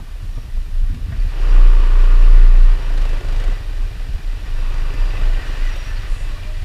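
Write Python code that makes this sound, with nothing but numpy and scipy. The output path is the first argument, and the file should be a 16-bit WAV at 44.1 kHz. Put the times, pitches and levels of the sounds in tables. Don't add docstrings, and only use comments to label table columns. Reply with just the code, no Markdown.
import sys
import numpy as np
from scipy import signal
from scipy.fft import rfft, irfft, next_fast_len
from scipy.io import wavfile

SR = 44100
rng = np.random.default_rng(int(sys.argv[2]) if len(sys.argv) > 2 else 0)


def boost(x):
    u = np.asarray(x, float) / 20
    return 10 ** u


def digitize_waveform(pressure):
    field = np.atleast_2d(pressure).T
    bounded = np.clip(field, -1, 1)
    quanta = np.round(bounded * 32767).astype(np.int16)
    wavfile.write(sys.argv[1], SR, quanta)


N = 292824

FIRE_AT, THUMP_AT, RING_AT = 0.54, 0.72, 0.1
SLOWEST_HZ = 22.4


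def rms_one(x):
    return x / np.sqrt(np.mean(x ** 2) + 1e-20)


def in_time(rows):
    s, *columns = np.transpose(rows)
    return [np.interp(np.arange(N) / SR, s, c) for c in columns]


def swells(rows, height=boost):
    t, out = np.arange(N) / SR, np.zeros(N)
    for s, length, db in rows:
        first = max(int((s - length / 2) * SR), 0)
        near = slice(first, int((s + length / 2) * SR))
        out[near] += height(db) * np.cos(np.pi * (t[near] - s) / length) ** 2
    return out


def drift(rate):
    knots_per_s = 40
    knots = rng.standard_normal(int(N / SR * knots_per_s) + 400)
    r = np.exp(-2 * np.pi * rate / knots_per_s)
    slow = signal.lfilter([1], [1, -2 * r, r * r], knots)[390:]
    return np.interp(np.arange(N) / SR * knots_per_s, np.arange(len(slow)), rms_one(slow))


def humps(hz, modes):
    return sum(db / (1 + (2 * (hz - centre_hz) / width_hz) ** 2) for centre_hz, width_hz, db in modes)


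def body(x, spectrum, modes=()):
    size = 2 ** 15
    full = next_fast_len(N + size)
    hz = np.maximum(np.fft.rfftfreq(size, 1 / SR), 1)
    points = np.array(spectrum)
    level_db = np.interp(np.log(hz), np.log(points[:, 0]), points[:, 1], left=-70, right=-70)
    level_db = level_db + humps(hz, modes)
    cepstrum = irfft(np.log(boost(level_db)))
    cepstrum[1:size // 2] *= 2
    cepstrum[size // 2 + 1:] = 0
    response = irfft(np.exp(rfft(cepstrum)))
    return irfft(rfft(x, full) * rfft(response, full), full)[:N]


def beat(cycles, count, depth, sharp):
    return rms_one(1 - depth + depth * sharp * np.exp(-sharp * (cycles * count % 1)))


def knock(s, level_db, hz, t60):
    out, t = np.zeros(N), np.arange(12000) / SR
    envelope = boost(level_db - 60 * t / t60) * (1 - np.exp(-2 * hz * t))
    out[round(s * SR):][:len(t)] = envelope * np.sin(2 * np.pi * hz * t)
    return out


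def tap(s, level_db, low_hz, high_hz, t60):
    out, t = np.zeros(N), np.arange(4000) / SR
    band = signal.butter(2, [low_hz, high_hz], "band", fs=SR, output="sos")
    noise = rms_one(signal.sosfilt(band, rng.standard_normal(len(t))))
    envelope = boost(level_db - 60 * t / t60) * (1 - np.exp(-t / 0.00027))
    out[round(s * SR):][:len(t)] = noise * envelope
    return out


def level(part, throttle_db):
    idle_db = {"low": -40, "bark": -52.5, "howl": -59, "tick": -69.5, "clatter": -52, "hiss": -55.0, "ring":
               -58.5}
    follows = {"low": 0.31, "howl": 0.59, "tick": 0.11, "clatter": 0.81, "hiss": 0.46, "ring": 0.67}
    roll_db_per_s = {"low": .5, "tick": 2, "clatter": 0.2649, "hiss": .5, "ring": 1}
    pull_away_s = 0.49
    rolling_s = np.maximum(np.arange(N) / SR - pull_away_s, 0)
    return idle_db[part] + follows.get(part, 1) * throttle_db + roll_db_per_s.get(part, 0) * rolling_s


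def low_thump_db(rate_hz, throttle_db):
    # (middle [s], length [s], change [dB])
    falters = [(.08, .35, -9), (.6, 0.95, -4), (1.52, 0.28, 0), (2.7, 0.28, -1), (5.65, 0.22, -3),
               (3.22, .08, -3), (3.78, 0.13, -7), (5.17, .08, -6), (6.07, 0.063, -2), (1.8, 0.24, -4),
               (4.22, 0.69, -5), (5.4, .3, -0.5), (5.8, .25, -3), (6.58, 0.4, -5.5)]
    lug_db_per_hz, lug_hz = -6.5, 21.65
    slip_s, slip_length_s, slip_db = 1.86, 1, -7.5
    level_db = level("low", throttle_db) - 3 + swells(falters, float)
    level_db = level_db + lug_db_per_hz * np.minimum(rate_hz - lug_hz, 0)
    return level_db + slip_db * swells([(slip_s, slip_length_s, 0)])


def exhaust(cycles, rate_hz, clean, low_db, bark_db):
    # (multiple of firing rate, level [dB])
    low_orders = [(2, 5.5), (3, -2), (4, 2), (5, -2), (6, -12)]
    # (multiple of firing rate, level [dB])
    pipe_orders = [(6, -47), (7, -46), (8, -50), (9, -46), (10, -42), (11, -44), (12, -45), (13, -47),
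                   (14, -47), (15, -47), (16, -46), (17, -44), (18, -49), (19, -44), (20, -45), (21, -48),
                   (22, -51), (23, -52)]
    # (centre [Hz], width [Hz], lift [dB])
    pipe_humps = [(408, 40, 10.5), (290, 36, 2.5)]
    # (frequency [Hz], level [dB per Hz])
    pipe = [(150, -92), (190, -6.5), (235, -1.5), (290, 0), (415, -4), (560, -3), (800, -6), (1000, -13),
            (1500, -55)]
    hum, lines = 0, 0
    for k, db in low_orders:
        turns = k * (cycles - THUMP_AT) + 0.07 * drift(4)
        hum = hum + boost(db + 2.2 * drift(7)) * np.cos(2 * np.pi * turns)
    for k, db in pipe_orders:
        turns = k * (cycles - RING_AT) + 0.6 * rng.random()
        line_db = db + humps(k * rate_hz, pipe_humps) + 1.2 * drift(7)
        lines = lines + boost(line_db) * np.sin(2 * np.pi * turns)
    puffs = rng.standard_normal(N) * beat(cycles - FIRE_AT, count=1, depth=0.45, sharp=2.3)
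    puffs = puffs * boost(0.8 * drift(12))
    bark = np.sqrt(clean) * rms_one(lines) + np.sqrt(1 - clean) * rms_one(body(puffs, pipe))
    return boost(low_db) * hum + boost(bark_db) * bark


def howl_level_db(rate_hz, throttle_db):
    # (middle [s], length [s], howl [dB])
    surges = [
        (1.75, .9, 0),
        (2.8, 3.1, -2.5),
        (4.85, 0.7, 3.5),
        (5.55, 0.49, -4),
        (6.4, 1.3, 3),
    ]
    gulp_db_per_db, gulp_s, howl_db_per_hz = 0.08, 0.32, 1.7
    lag = int(gulp_s * SR)
    earlier_db = np.pad(throttle_db, (lag, 0), "edge")[:N]
    gulp_db = gulp_db_per_db * (throttle_db - earlier_db)
    speed_db = howl_db_per_hz * (rate_hz - SLOWEST_HZ)
    return level("howl", throttle_db) + speed_db + gulp_db + swells(surges, float)


def intake(cycles, clean, howl_db):
    # (frequency [Hz], level [dB per Hz])
    air_box = [(700, -35), (900, -2), (1050, -5), (1260, -4.5), (1320, -24), (1450, -8), (1700, -39)]
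    # (centre [Hz], width [Hz], lift [dB])
    air_box_modes = [(930, 48, 5.5), (1151, 164, 10), (1424, 160, 12)]
    gulps = np.diff(np.floor(cycles - FIRE_AT), prepend=0) * boost(3.0 * rng.standard_normal(N))
    gulps = gulps + 1.7 * np.diff(np.floor(cycles - RING_AT), prepend=0)
    air = rng.standard_normal(N) * boost(2.5 * drift(27))
    ringing, rushing = [rms_one(body(x, air_box, air_box_modes)) for x in (gulps, air)]
    return boost(howl_db) * (np.sqrt(0.4 * clean) * ringing + np.sqrt(1 - 0.4 * clean) * rushing)


def casing(cycles, tick_db, clatter_db, hiss_db):
    # (frequency [Hz], level [dB per Hz])
    casing_colour = [(400, -9.5), (800, -5), (1300, -1.5), (2000, -7.5), (2200, -14.5), (3000, -8),
                     (4000, -17.5), (6000, -39)]
    # (centre [Hz], width [Hz], lift [dB])
    casing_modes = [(1553, 42, 5), (1830, 320, 6), (2414, 570, 12), (2880, 84, 5.5)]
    # (frequency [Hz], level [dB per Hz])
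    fins = [(2000, -1), (3300, 4.5), (5000, -0.5), (6200, -9), (8000, -9.5), (11000, -17.5), (13500, -21),
            (15500, -15)]
    # (centre [Hz], width [Hz], lift [dB])
    fin_modes = [(3690, 110, 3), (4070, 90, 3), (4400, 120, 2), (4790, 150, 4), (5600, 200, 7),
                 (6750, 280, 4), (9700, 280, 3)]
    flicker = boost(0.6 * drift(10))
    rattle = rng.standard_normal(N) * beat(cycles - FIRE_AT, count=2, depth=0.16, sharp=3.5)
    rattle = rattle * flicker * boost(0.8 * drift(24))
    clatter = rms_one(body(rattle, casing_colour, casing_modes))
    hiss = rms_one(body(rng.standard_normal(N) * flicker, fins, fin_modes))
    seat = rng.standard_normal(N) * np.exp(-5 * ((cycles - FIRE_AT) % 1)) * boost(2.7 * drift(12))
    tick = rms_one(body(seat, fins, fin_modes))
    return boost(clatter_db) * clatter + boost(hiss_db) * hiss + boost(tick_db) * tick


def covers(ring_db):
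    # (note [Hz], width [Hz], level [dB])
    cover_notes = [(1540, 45, -4), (1780, 60, -2), (1880, 60, -2), (1970, 70, 0), (2400, 60, -4),
                   (2640, 50, -1), (2890, 35, -5), (3690, 45, -11), (4075, 40, -12), (4390, 55, -12),
                   (4770, 50, -11), (5640, 110, -11), (6780, 150, -19)]
    fits_db, fits_per_s, narrow = 4.2, 8, 0.75
    shake, out = rng.standard_normal(N), 0
    for hz, width_hz, db in cover_notes:
        r = np.exp(-np.pi * narrow * width_hz / SR)
        ring = signal.lfilter([1, 0, -1], [1, -2 * r * np.cos(2 * np.pi * hz / SR), r * r], shake)
        out = out + boost(db + fits_db * drift(fits_per_s)) * rms_one(ring)
    return boost(ring_db) * rms_one(out)


def pinking():
    # (time [s], peak level [dB])
    knock_strength = [
        (2.8225, -48),
        (2.9, -45),
        (2.9762, -32.5),
        (3.1, -33),
        (3.17, -38),
        (3.36, -33),
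        (3.4, -34),
        (3.44, -30.5),
        (3.48, -35),
        (3.53, -39),
    ]
    gap_s, scatter_s, scatter_db = 0.0385, 0.001, 1.5
    s, db = np.transpose(knock_strength)
    raps = np.arange(s[0], s[-1], gap_s)
    chance = rng.standard_normal((len(raps), 2)) * [scatter_s, scatter_db]
    hits = np.transpose([raps, np.interp(raps, s, db)]) + chance
    out = np.zeros(N)
    for rap_s, rap_db in hits:
        out += tap(rap_s, rap_db - 6, 420, 680, 0.12)
        out += tap(rap_s, rap_db - 6, 800, 3000, 0.07)
        out += tap(rap_s, rap_db - 12, 3500, 7200, 0.05)
        out += tap(rap_s, rap_db - 24, 7500, 11000, 0.03)
    return out


def squeaks():
    # (start [s], length [s], pitch [Hz], level [dB rms])
    rubs = [(.25, .25, 5600, -62), (4.74, .1, 4750, -54), (4.84, .3, 4800, -54), (5.03, .1, 4800, -53),
            (4.64, .12, 2550, -50), (5.08, .14, 2610, -46), (5.45, .12, 2900, -48), (5.74, .05, 2680, -45),
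            (5.75, .22, 5650, -53), (5.82, .16, 1760, -45), (5.95, .15, 1950, -48), (6.34, .17, 2380, -49),
            (5.12, .3, 620, -46), (3.12, .18, 365, -45), (4.86, .14, 400, -45), (5.3, .25, 1900, -46),
            (5.7, .14, 3700, -52), (5.95, .06, 4700, -50), (5.955, .04, 4300, -50), (6.28, .05, 1110, -47),
            (6.34, .05, 1120, -47), (6.08, .1, 10300, -61), (6.3, .1, 4050, -52)]
    out = np.zeros(N)
    for s, length, hz, level_db in rubs:
        size = int(length * SR)
        band = signal.butter(1, [0.993 * hz, 1.007 * hz], "band", fs=SR, output="sos")
        rub = rms_one(signal.sosfilt(band, rng.standard_normal(size + 2000))[2000:])
        swell = np.sin(np.pi * np.arange(size) / size)
        out[int(s * SR):][:size] += boost(level_db) * swell * rub
    return out


def lane(x):
    # (delay [s], level [dB])
    wall_echoes = [
        (.0113, -21),
        (.0187, -21),
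        (.0291, -22),
        (.043, -23),
    ]
    echoes = sum(boost(db) * np.pad(x, (int(s * SR), 0))[:N] for s, db in wall_echoes)
    return rms_one(x + echoes) * np.std(x)


def mount(rate_hz):
    # (middle [s], length [s], level [dB rms])
    jolts = [(.05, 0.43, -29), (.3, 0.4, -25), (.581, 0.25, -17), (.823, 0.35, -12.5), (1.03, 0.1, -22.5),
             (1.211, 0.21, -15.5), (1.42, 0.4, -17.5), (1.65, 0.15, -29), (2.1, 0.91, -23),
             (2.67, 0.3, -11.5), (2.976, 0.47, -14), (3.138, 0.22, -16), (3.347, 0.36, -15.5),
             (3.507, 0.22, -14.5), (3.721, 0.31, -19), (3.848, 0.18, -18), (4.037, 0.18, -21),
             (4.148, 0.073, -14.5), (4.298, 0.25, -20), (4.587, 0.49, -17), (4.835, 0.5, -17.5),
             (5.06, 0.25, -14.5), (5.296, 0.36, -9.5), (5.519, 0.21, -19.5), (5.659, 0.24, -16.5),
             (5.785, 0.16, -24), (5.963, 0.43, -21), (6.121, 0.1, -14.5), (6.29, 0.29, -17.5),
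             (6.55, 0.5, -20)]
    jolt_hz = [30.3, 31, 28.1, 29.2, 29.1, 31.5, 30, 29.4, 29.2, 29.3, 28.1, 27.2, 28.2, 29.6, 29.8, 29.2,
               29, 27.1, 30.3, 26.4, 27, 28.3, 27.7, 29.1, 28, 26, 29.1, 27.9, 27.5, 27]
    reversals_s = [.49, .975, 3.215, 4.95, 5.41, 6.06, 6.385, 6.64]
    mount_hz, mount_width_hz, reversal_s = 28.805, 1.49, 0.03
    boom_db, rest_db, wobble_db = -4.6, -48, 0.4
    tuned = 1 / (1 + ((rate_hz - mount_hz) / mount_width_hz) ** 2) ** 3
    t = np.arange(N) / SR
    hz = np.interp(t, np.transpose(jolts)[0], jolt_hz) + 1.3 * drift(8) * (1 - tuned)
    swing = (boost(rest_db) + swells(jolts)) * boost(2.2 * drift(9))
    swing = swing + boost(boom_db + wobble_db * drift(18)) * tuned
    sense = np.prod([np.tanh((t - s) / reversal_s) for s in reversals_s], axis=0)
    return np.sqrt(2) * sense * swing * np.sin(2 * np.pi * np.cumsum(hz) / SR)


def road_shake():
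    # (frequency [Hz], level [dB per Hz])
    road = [(20, -38), (36, 3), (48, 4), (60, 3.5), (90, -4.5), (130, -14), (170, -19), (260, -26),
            (500, -45.5)]
    # (middle [s], length [s], level [dB rms])
    patches = [(.01, 0.11, -21.5), (.43, 0.53, -31), (.69, 0.046, -22), (.78, 0.22, -31), (.93, 0.23, -25),
               (1.1, 0.35, -23.5), (1.27, 0.14, -26), (1.45, 0.29, -42), (2.0, 0.96, -32),
               (2.22, .1, -45.5), (2.37, 0.14, -33), (2.64, 0.051, -46), (2.85, 0.1, -53),
               (3.07, 0.19, -35), (3.26, 0.063, -26), (3.41, 0.1, -41), (3.92, 0.69, -29.5),
               (4.15, 0.38, -34), (4.44, 0.46, -34), (4.65, 0.75, -40), (5.18, 0.1, -22), (5.5, 0.21, -46),
               (5.95, 0.26, -41), (6.07, .2, -51), (6.4, 0.78, -35)]
    smooth_road_db = -36
    lumps = boost(4 * drift(18)) * rng.standard_normal(N)
    return (boost(smooth_road_db) + swells(patches)) * boost(-2) * rms_one(body(lumps, road))


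def bumps():
    # (time [s], peak level [dB], thud [Hz], fall by 60 dB [s])
    thuds = [(0.37, -21, 111, 0.081), (0.375, -32, 257, 0.08), (0.895, -32, 262, 0.093),
             (0.925, -25.5, 146, 0.16), (0.941, -30.5, 238.5, 0.17), (0.964, -9.5, 67.5, 0.088),
             (0.982, -37, 245, 0.088), (1.076, -22.5, 91.6, 0.16), (1.08, -28, 170, 0.085),
             (1.113, -19, 121, 0.13), (1.119, -32, 210, 0.07), (1.165, -29, 127, 0.19),
             (1.25, -32, 127, .2), (1.141, -34, 187, 0.1), (5.763, -29, 570, 0.036), (3.8, -37, 255, 0.061),
             (3.944, -25, 110, .1), (3.961, -30, 179, 0.079), (4.069, -37, 256, 0.11),
             (4.087, -34, 134, .12), (4.19, -30, 140, 0.08)]
    # (time [s], peak level [dB], pitch [Hz], fall by 60
    # dB [s])
    pings = [
        (1.2, -42, 4520, 0.047),
        (1.121, -36, 670, .09),
        (.375, -37, 470, .07),
        (.376, -39, 640, .06),
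        (2.823, -53, 9800, .02),
        (2.898, -52, 9600, .02),
        (5.757, -38, 2670, .08),
        (2.978, -49, 9700, 0.021),
        (3.016, -50, 9900, .02),
        (3.053, -50, 9800, 0.016),
    ]
    # (time [s], level [dB rms], lowest [Hz],
    # highest [Hz], fall by 60 dB [s])
    panel_taps = [(.376, -41, 200, 900, .07), (.893, -46, 1000, 3500, .03), (.945, -38, 700, 3800, .04),
                  (1.121, -46, 2000, 3300, .03), (1.121, -44, 900, 1500, .05), (.377, -47, 1000, 1300, .06),
                  (.9, -48, 1200, 1700, .12), (1.122, -39, 1550, 2050, .09), (1.147, -44, 1500, 2800, .05),
                  (0, -42, 200, 1000, .08), (4.781, -41, 1500, 4000, .04), (5.345, -39, 2700, 3100, .05),
                  (5.623, -37, 1700, 2200, .05), (5.664, -38, 1600, 3200, .04),
                  (6.022, -40, 1400, 2500, .05), (5.424, -39, 1300, 2200, .05),
                  (3.4395, -50, 7000, 12000, .04), (4.742, -39, 800, 5000, .04),
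                  (4.938, -40, 1000, 7500, .03), (5.212, -35, 600, 2300, .07),
                  (5.762, -45, 3500, 15200, .04), (2.627, -40, 2000, 3000, .04),
                  (4.245, -45, 2000, 3000, .04), (4.817, -39, 2300, 2900, .05),
                  (4.902, -39, 2300, 2900, .05), (5.105, -39, 2350, 2850, .07),
                  (5.169, -40, 2350, 2850, .07), (5.254, -38, 2300, 3000, .05),
                  (6.432, -40, 2000, 3200, .04), (5.758, -37, 450, 3000, .06)]
    rings = sum(knock(*hit) for hit in thuds) + sum(knock(*hit) for hit in pings)
    return rings + sum(tap(*hit) for hit in panel_taps)


def roadside():
    # (time [s], level [dB])
    leaves = [
        (6.05, -81),
        (6.1, -56),
        (6.22, -54),
        (6.28, -65),
    ]
    # (time [s], pitch [Hz], level [dB rms])
    yelp_path = [
        (6.28, 604, -70),
        (6.33, 594, -52),
        (6.38, 607, -55),
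        (6.41, 580, -65),
        (6.44, 606, -54),
        (6.5, 603, -41.5),
        (6.55, 600, -52.5),
        (6.61, 610, -63),
        (6.64, 600, -66),
    ]
    swish = rms_one(body(rng.standard_normal(N), [(5500, -35), (6800, -10), (10500, -15), (11500, -27)]))
    hz, level_db = in_time(yelp_path)
    trembling_hz = hz + 5.9 * drift(27)
    yelp = np.sqrt(2) * boost(level_db + 1.5 * drift(25)) * np.sin(2 * np.pi * np.cumsum(trembling_hz) / SR)
    return boost(in_time(leaves)[0]) * swish + yelp


def background():
    # (frequency [Hz], level [dB per Hz])
    air_colour = [(3000, -6.5), (5000, -6.5), (8000, -10), (10500, -7.5), (11500, -12), (13500, -9.5),
                  (15500, -21)]
    # (pitch [Hz], level [dB rms])
    whines = [(11700, -85), (13700, -86)]
    air_db = -58
    t = np.arange(N) / SR
    whine = sum(np.sqrt(2) * boost(db) * np.sin(2 * np.pi * hz * t) for hz, db in whines)
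    return boost(air_db) * rms_one(body(rng.standard_normal(N), air_colour)) + whine


def scene():
    # (time [s], firings per second [Hz])
    firing = [(0, 23.3), (.4, 21.3), (1.29, 23.7), (1.5, 27.9), (1.61, 29.0), (1.87, 29.6), (2.2, 29.35),
              (2.66, 28.0), (2.79, 26.8), (3.48, 25.2), (3.64, 23.6), (4.2, 21.1), (4.45, 22.2),
              (4.62, 25.7), (5.55, 25.0), (5.85, 23.6), (6.3, 22.9), (6.64, 19.8)]
    # (time [s], level [dB])
    throttle = [(0, -1.5), (.87, -0.5), (1.1, 1.5), (1.3, 6.5), (1.49, 15.5), (1.8, 14), (2.38, 14),
                (2.47, 11.5), (3.27, 11), (3.5, 11.5), (3.65, 5.5), (4.3, 3.5), (4.88, 10.5), (5.28, 12),
                (5.63, 9), (5.8, 6), (6.64, 3)]
    rate_hz, throttle_db = in_time(firing)[0], in_time(throttle)[0]
    cycles = np.cumsum(rate_hz) / SR
    even_hz, even_share, rough_share = 29.3, 0.77, 0.12
    evenness = np.clip((rate_hz - SLOWEST_HZ) / (even_hz - SLOWEST_HZ), 0, 1) ** 3.5
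    clean = rough_share + (even_share - rough_share) * evenness
    overrun_s, overrun_length_s, overrun_db = 5.86, 1.6, 4
    extra_db = overrun_db * swells([(overrun_s, overrun_length_s, 0)])

    tick_db = level("tick", throttle_db)
    clatter_db = level("clatter", throttle_db) + extra_db
    hiss_db = level("hiss", throttle_db) + 0.5 * extra_db
    metal = intake(cycles, clean, howl_level_db(rate_hz, throttle_db))
    metal = metal + casing(cycles, tick_db, clatter_db, hiss_db)
    metal = metal + covers(level("ring", throttle_db) + extra_db)
    metal = metal + pinking() + squeaks()
    low_db, bark_db = low_thump_db(rate_hz, throttle_db), level("bark", throttle_db)
    engine = exhaust(cycles, rate_hz, clean, low_db, bark_db) + lane(metal)
    return (engine + mount(rate_hz) + road_shake() + bumps() + roadside() + background())[None]


def roll_off(x):
    return signal.sosfilt(signal.butter(12, 15200, fs=SR, output="sos"), x)


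def record(dry):
    treble_cut = signal.ellip(10, 0.3, 45, 15200, fs=SR, output="sos")
    loud = 1.12 * signal.sosfilt(treble_cut, dry)
    clipped = loud / (1 + loud ** 60) ** (1 / 60)
    return roll_off(clipped)


dry = scene()
out = record(dry)
digitize_waveform(out)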